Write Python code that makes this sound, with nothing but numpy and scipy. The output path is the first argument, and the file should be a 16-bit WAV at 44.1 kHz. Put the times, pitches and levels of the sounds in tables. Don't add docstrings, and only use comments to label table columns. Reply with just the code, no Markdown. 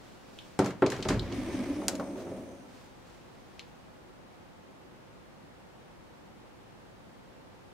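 import sys
import numpy as np
from scipy import signal
from scipy.fft import rfft, irfft
from scipy.io import wavfile
from scipy.ndimage import uniform_filter1d

SR = 44100
rng = np.random.default_rng(int(sys.argv[2]) if len(sys.argv) > 2 else 0)


def bounce(signal):
    frames = np.transpose(np.atleast_2d(signal))
    limited = np.clip(frames, -1, 1)
    pcm = np.round(limited * 32767).astype(np.int16)
    wavfile.write(sys.argv[1], SR, pcm)


N = 340893
TIME, FREQS = np.arange(N) / SR, np.fft.rfftfreq(N, 1 / SR)

# f/Hz, density/dB
VENT_SPECTRUM = [(12, -46.5), (20, -20.5), (49, -2), (81, -5), (101, -1.5), (197, -1), (335, -3.5),
                 (375, -1.5), (419, -8), (510, -3), (603, -7.5), (891, -7.5), (969, -10), (4140, -24.5),
                 (15800, -41)]
CLOTH_SPECTRUM = [(300, 7.5), (1000, -1), (2500, -2), (5000, -4.5), (7500, -9), (10000, -15.5),
                  (15000, -19.5)]
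DRAUGHT_SPECTRUM = [(12, -26.5), (25, -14), (43, 6.5), (60, 4.5), (82, 5), (110, 1), (170, -53.5)]
RUMBLE_SPECTRUM = [(50, -23), (90, -10), (140, -14.5), (200, -6.5), (280, 1.5), (370, -5), (460, -13),
                   (900, -48.5)]
CHATTER_SPECTRUM = [(300, -26.5), (450, -6), (570, 9.5), (660, 2), (800, -3), (1200, -12.5), (2000, -32.5)]
RUB_SPECTRUM = [(600, 4.5), (1300, -1), (1850, -2), (2300, -0.5), (2900, -5), (4200, -9.5), (5200, -11),
                (7500, -20), (11000, -30), (15000, -33)]
CONTACT_SPECTRUM = [(200, 6), (900, 13), (1800, 9), (3400, 0.5), (4500, 1.5), (5900, -1), (6800, 0),
                    (8400, -4), (9400, -9.5), (10800, -7.5), (12500, -14), (16000, -17)]
BOOM_SPECTRUM = [(25, -23.5), (60, -18), (110, 0), (250, 4.5), (400, 5), (700, -0.5), (1400, -7),
                 (2200, -10.5), (4000, -12), (9000, -33), (16000, -49)]
# f/Hz, coherence/0-1
VENT_COHERENCE = [(30, 0.1), (120, 0), (400, 0), (1000, 0.05), (2500, 0.07), (6000, 0.13), (15000, 0)]
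DOOR_COHERENCE = [(30, 0.23), (130, 0.91), (300, 0.95), (640, 0.98), (1400, 0.71), (3000, 0.55),
                  (7000, 0.15), (15000, 0.033)]
CLICK_COHERENCE = [(300, 0.87), (3000, .8), (7000, 0.58), (15000, 0.1)]
# f/Hz, t60/s
ROOM_DECAY = [(60, 0.89), (300, 0.28), (1000, 0.35), (3000, 0.31), (7000, 0.24), (15000, 0.24)]
# f/Hz, width/Hz, level/dB
TRACK_RESONANCES = [(5240, 600, -7.5), (6180, 800, -0.5), (8550, 900, -2.5), (9250, 530, -6.5)]
FITTING_RESONANCES = [(2270, 250, -2.5), (3130, 150, -4), (4100, 160, -1.5), (4764, 120, -5),
                      (5120, 200, -10), (6760, 400, -3.5)]
# f/Hz, level/dB, t60/s
LEAF_MODES = [(43.3, 0, 0.38), (61, -1.5, .35), (78, -1, 0.45), (109.3, 5, .4)]
PANEL_MODES = [(82, -20, 0.6), (106.4, -8.5, 0.34), (130.5, -9.5, 0.56), (181.8, -2.5, 0.37),
               (196.2, -11.5, .35), (206.7, 1.5, 0.3), (254, -9, 0.52), (284.8, 6.5, 0.29),
               (344.3, -2.5, 0.23), (379, 11, 0.2), (423, 0, 0.34), (470, -29.5, 0.2545), (520, 4.5, 0.12),
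               (558, -1.5, 0.197), (632.3, 0.5, 0.25), (703, -11.5, 0.15), (755, -5, .22),
               (878, -3.5, 0.11), (981, -21.5, 0.2), (994, -13, 0.075), (1310, -4, 0.1), (1360, -4, 0.077),
               (1510, -15, 0.12)]
# centre t/s, level/dB, half length/s
SLEEVE_STROKES = [(.06, -58, 0.11), (0.437, -56, 0.15), (1.05, -51, 0.15), (1.447, -60, .2),
                  (2.206, -52, 0.028), (2.79, -57.5, 0.092), (3.106, -63.5, 0.072), (3.48, -63.5, 0.36)]
# t/s, speed/dB re full speed
GUIDE_SPEED = [(1.22, -5), (1.36, -1), (1.6, -0.5), (1.9, -1), (2.2, -4.5), (2.4, -5), (2.62, -14),
               (2.9, -30)]
# centre t/s, level/dB, f/Hz, half length/s
JUDDER_BOUTS = [(1.39, -33, 278, 0.018), (1.49, -35.5, 320.5, 0.011), (1.55, -31.5, 293, 0.011),
                (1.604, -29, 253.4, .022), (1.7, -31, 276.4, 0.03), (1.781, -33, 300.4, 0.027)]
# t/s, level/dB
SHOVES = [(1.046, -44), (1.088, -29), (1.162, -32), (1.289, -47.5), (1.481, -49), (2.278, -56.5)]
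# t/s, level/dB, centre f/Hz, width/oct, contact/s, tail/dB
SNAPS = [(0.3876, -43.5, 3270, 0.22, 0.0034, -1.5), (0.5901, -32.5, 5600, 1.16, 0.0042, -1.5),
         (0.645, -41.5, 4470, 1.5, 0.0034, 5), (0.6606, -37.5, 7400, 2.9, 0.0011, 1),
         (0.706, -43, 2520, 1.6, 0.0049, -9), (0.8218, -29, 1480, 0.63, 0.0031, -7),
         (0.863, -35, 4150, 0.73, 0.0051, -3), (0.9017, -37.5, 6100, 1.4, 0.0016, 0),
         (0.919, -34.5, 2100, 1.9, 0.0076, 2.5), (0.964, -44, 3000, 1.3, .002, 3),
         (1.005, -51, 5040, 1.6, .002, -8), (1.026, -36, 3800, 0.63, 0.0049, -5),
         (1.051, -40.5, 2470, 0.9, 0.0043, -21), (1.0853, -36.5, 5540, 0.75, 0.005, 7),
         (1.088, -29, 3850, 1.6, 0.0054, -8), (1.103, -31, 1510, 1.1, 0.0055, 4.5),
         (1.1946, -34.5, 3930, 0.23, 0.0027, -7), (1.324, -45, 3930, 0.52, 0.0029, 1),
         (1.818, -42, 700, 0.54, .003, -2), (1.8826, -22.5, 8000, 0.89, 0.00065, -12),
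         (1.8845, -32.5, 1000, 1.5, 0.0025, -5), (1.9530, -43, 6000, 1.15, 0.0036, -9),
         (1.9973, -37, 740, 0.58, 0.007, -3), (3.5943, -41, 3380, 0.54, 0.00063, -8)]
# t/s, level/dB, cut-off f/Hz (hardness), place on the panel/0-1
BLOWS = [(0.5907, -21, 1420, .08), (0.660, -33.5, 2550, .3), (0.821, -19, 1490, .95),
         (0.921, -36.5, 2970, .5), (0.990, -36.5, 1010, 0.08), (1.054, -32, 1660, 0.72),
         (1.097, -24, 450, 0.08), (1.104, -31.5, 1910, 0.43), (1.126, -38, 99, 0.44),
         (1.144, -37.5, 1500, .6), (1.168, -33, 80.4, 0.22), (1.195, -40, 138, 0.4),
         (1.818, -46.5, 3000, .6), (1.883, -41, 4000, .8), (1.993, -39.5, 915, .55),
         (1.998, -43.5, 2000, .75), (2.157, -42, 1990, 0.45), (2.268, -43, 1500, 0.8),
         (2.313, -40.5, 684, .15)]


def amp(db):
    return 10 ** (np.asarray(db) / 20)


def unit(x):
    return x / np.sqrt(np.mean(x ** 2) + 1e-20)


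def curve(points, hz):
    f, value = np.transpose(points)
    return np.interp(np.log(hz + 1), np.log(f + 1), value)


def add(mix, s, sound):
    part = mix[:, round(s * SR):][:, :sound.shape[1]]
    part += sound[:, :part.shape[1]]


def peaks(table, hz):
    return np.sqrt(sum(amp(db) ** 2 / (1 + (2 * (hz - f) / width) ** 2) ** 2 for f, width, db in table))


def noise(gain, coherence=DOOR_COHERENCE, size=N, left_lag_s=0):
    hz = np.fft.rfftfreq(size, 1 / SR)
    mid, side = np.exp(2j * np.pi * rng.random((2, len(hz))))
    shared = np.clip(curve(coherence, hz), 0, 1)
    mid, side = mid * np.sqrt(1 + shared), side * np.sqrt(1 - shared)
    left = (mid + side) * np.exp(-2j * np.pi * hz * left_lag_s)
    return unit(irfft(gain * np.array([left, mid - side]), size))


def flutter(rate_hz, depth_db):
    wander = irfft(rfft(rng.standard_normal(N)) / (1 + (FREQS / rate_hz) ** 4), N)
    return unit(amp(depth_db * unit(wander)))


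def colour(x, gain):
    log_gain = np.log(np.maximum(gain, 1e-5))
    response = np.exp(np.conj(signal.hilbert(np.r_[log_gain, log_gain[-2:0:-1]])))
    return irfft(rfft(x) * response[:len(gain)])


def room_tail(size):
    hz, t, bands = signal.stft(noise(1, size=size), SR, nperseg=256)
    decay = amp(-60 * t / curve(ROOM_DECAY, hz)[:, None])
    return unit(signal.istft(bands * decay, SR, nperseg=256)[1][:, :size])


def ventilation(db=-52.5):
    return amp(db) * noise(amp(curve(VENT_SPECTRUM, FREQS)), VENT_COHERENCE, left_lag_s=5 / SR)


def sleeve(trim_db=-1):
    strokes = sum(amp(db) * np.exp(-.5 * ((TIME - s) / half) ** 2) for s, db, half in SLEEVE_STROKES)
    return amp(trim_db) * strokes * flutter(60, 0.93) * noise(amp(curve(CLOTH_SPECTRUM, FREQS)))


def door_draught(db=-48, start_s=0.82, peak_s=1.4, rise_db_per_s=9, fall_db_per_s=19):
    below_peak_db = np.maximum(rise_db_per_s * (peak_s - TIME), fall_db_per_s * (TIME - peak_s))
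    return (TIME > start_s) * amp(db - below_peak_db) * noise(amp(curve(DRAUGHT_SPECTRUM, FREQS)))


def guide_slide(fold_s=1.786, fold_spread_s=0.1, sing_from_s=1.31, sing_rise_s=0.036):
    s, speed_db = np.transpose(GUIDE_SPEED)
    speed = amp(np.interp(TIME, s, speed_db, left=-100, right=-100))
    folded = .5 + .5 * np.tanh((TIME - fold_s) / fold_spread_s)
    panel = amp(-11) + peaks([(f, 18, 0) for f, _, _ in PANEL_MODES], FREQS)
    rail = amp(2 * unit(uniform_filter1d(rng.standard_normal(len(FREQS)), size=600)))
    rumble = speed * amp(-36.5 - 2 * folded) * noise(panel * amp(curve(RUMBLE_SPECTRUM, FREQS)))
    chatter = speed * amp(-48 + 5 * folded) * noise(panel * amp(curve(CHATTER_SPECTRUM, FREQS)))
    rub = speed * amp(-44.5 - 9 * folded) * noise(rail * amp(curve(RUB_SPECTRUM, FREQS)))
    song = sum(amp(db) * flutter(6.8, 3.4) * noise(rail * peaks([(f, width, 0)], FREQS))
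               for f, width, db in TRACK_RESONANCES)
    fizz = amp(-3) * noise(rail * peaks([(8000, 9000, 0)], FREQS))
    running_free = np.clip((TIME - sing_from_s) / sing_rise_s, 0, 1)
    track = amp(-59 - 2 * folded) * speed ** .8 * running_free * (unit(song) + fizz)
    return flutter(27.7, 1.4) * (rumble + chatter) + flutter(90, 1.3) * (rub + track)


def guide_judders(waver=0.066, overtone_db=-20):
    out = np.zeros(N)
    drift = 1 + waver * unit(uniform_filter1d(rng.standard_normal(N), 500))
    for s, db, hz, half in JUDDER_BOUTS:
        bout = abs(TIME - s) < 4 * half
        phase = 2 * np.pi * np.cumsum(hz * drift[bout]) / SR
        groan = unit(np.sin(phase) + amp(overtone_db) * np.sin(2 * phase))
        out[bout] += amp(db) * groan * np.exp(-((TIME[bout] - s) / half) ** 2)
    return out


def leaf_lurches(push_s=0.008, size=32768):
    t, out = np.arange(size) / SR, np.zeros((2, N))
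    ring = sum(amp(db - 60 * t / t60) * np.sin(2 * np.pi * hz * t) for hz, db, t60 in LEAF_MODES)
    ring *= 1 - np.exp(-t / push_s)
    for s, db in SHOVES:
        add(out, s, amp(db) * ring[None])
    return out


def hinge_clicks(echo_db=-6, echo_s=0.0063, skirt_db=-18, size=16384):
    t, hz, out = np.arange(size) / SR, np.fft.rfftfreq(size, 1 / SR), np.zeros((2, N))
    metal = amp(curve(CONTACT_SPECTRUM, hz)) * np.sqrt(1 + peaks(FITTING_RESONANCES, hz) ** 2)
    for s, db, centre_hz, octaves, contact_s, tail_db in SNAPS:
        scrape = unit(noise(1, CLICK_COHERENCE, size) * np.exp(-t / contact_s))
        scrape *= amp(-2) * contact_s / 0.00059
        snap = unit(unit(signal.unit_impulse(size)) + scrape)
        echoes = amp(echo_db) * unit(noise(1, size=size) * np.sqrt(t) * np.exp(-t / echo_s))
        hump = np.exp(-.5 * (np.log2((hz + 1) / centre_hz) / octaves) ** 2)
        treble_skirt = amp(skirt_db) * hz ** 2 / (hz ** 2 + centre_hz ** 2)
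        click = colour(snap + echoes + amp(tail_db) * room_tail(size), (hump + treble_skirt) * metal)
        add(out, s, amp(db) * click / np.std(click[:, :SR // 200]))
    return out * amp([[0.6], [-0.6]])


def panel_knocks(boom_db=-3, node_depth=0.67, low_cut_hz=55, size=24576):
    t, hz, out = np.arange(size) / SR, np.fft.rfftfreq(size, 1 / SR), np.zeros((2, N))
    modes = np.array([amp(db - 60 * t / t60) * np.sin(2 * np.pi * f * t) for f, db, t60 in PANEL_MODES])
    order = np.arange(len(PANEL_MODES))
    bass_roll_off = hz ** 2 / (hz ** 2 + low_cut_hz ** 2)
    for s, db, cutoff_hz, place in BLOWS:
        weights = (-1.) ** order * (1 + node_depth * np.cos(np.pi * order * place))
        boom = amp(boom_db) * unit(colour(room_tail(size), amp(curve(BOOM_SPECTRUM, hz))))
        blow = colour(unit(weights @ modes) + boom, bass_roll_off / np.sqrt(1 + (hz / cutoff_hz) ** 4))
        add(out, s, amp(db) * blow / np.std(blow[:, :SR * 3 // 100]))
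    return out


def scene():
    door = panel_knocks() + hinge_clicks() + leaf_lurches() + guide_judders() + guide_slide()
    return door + door_draught() + sleeve() + ventilation()


def record(dry):
    low_pass = signal.firwin(401, cutoff=15850, window=("kaiser", 9), fs=SR)
    return signal.oaconvolve(dry, low_pass[None], "same")


dry = scene()
out = record(dry)
bounce(out)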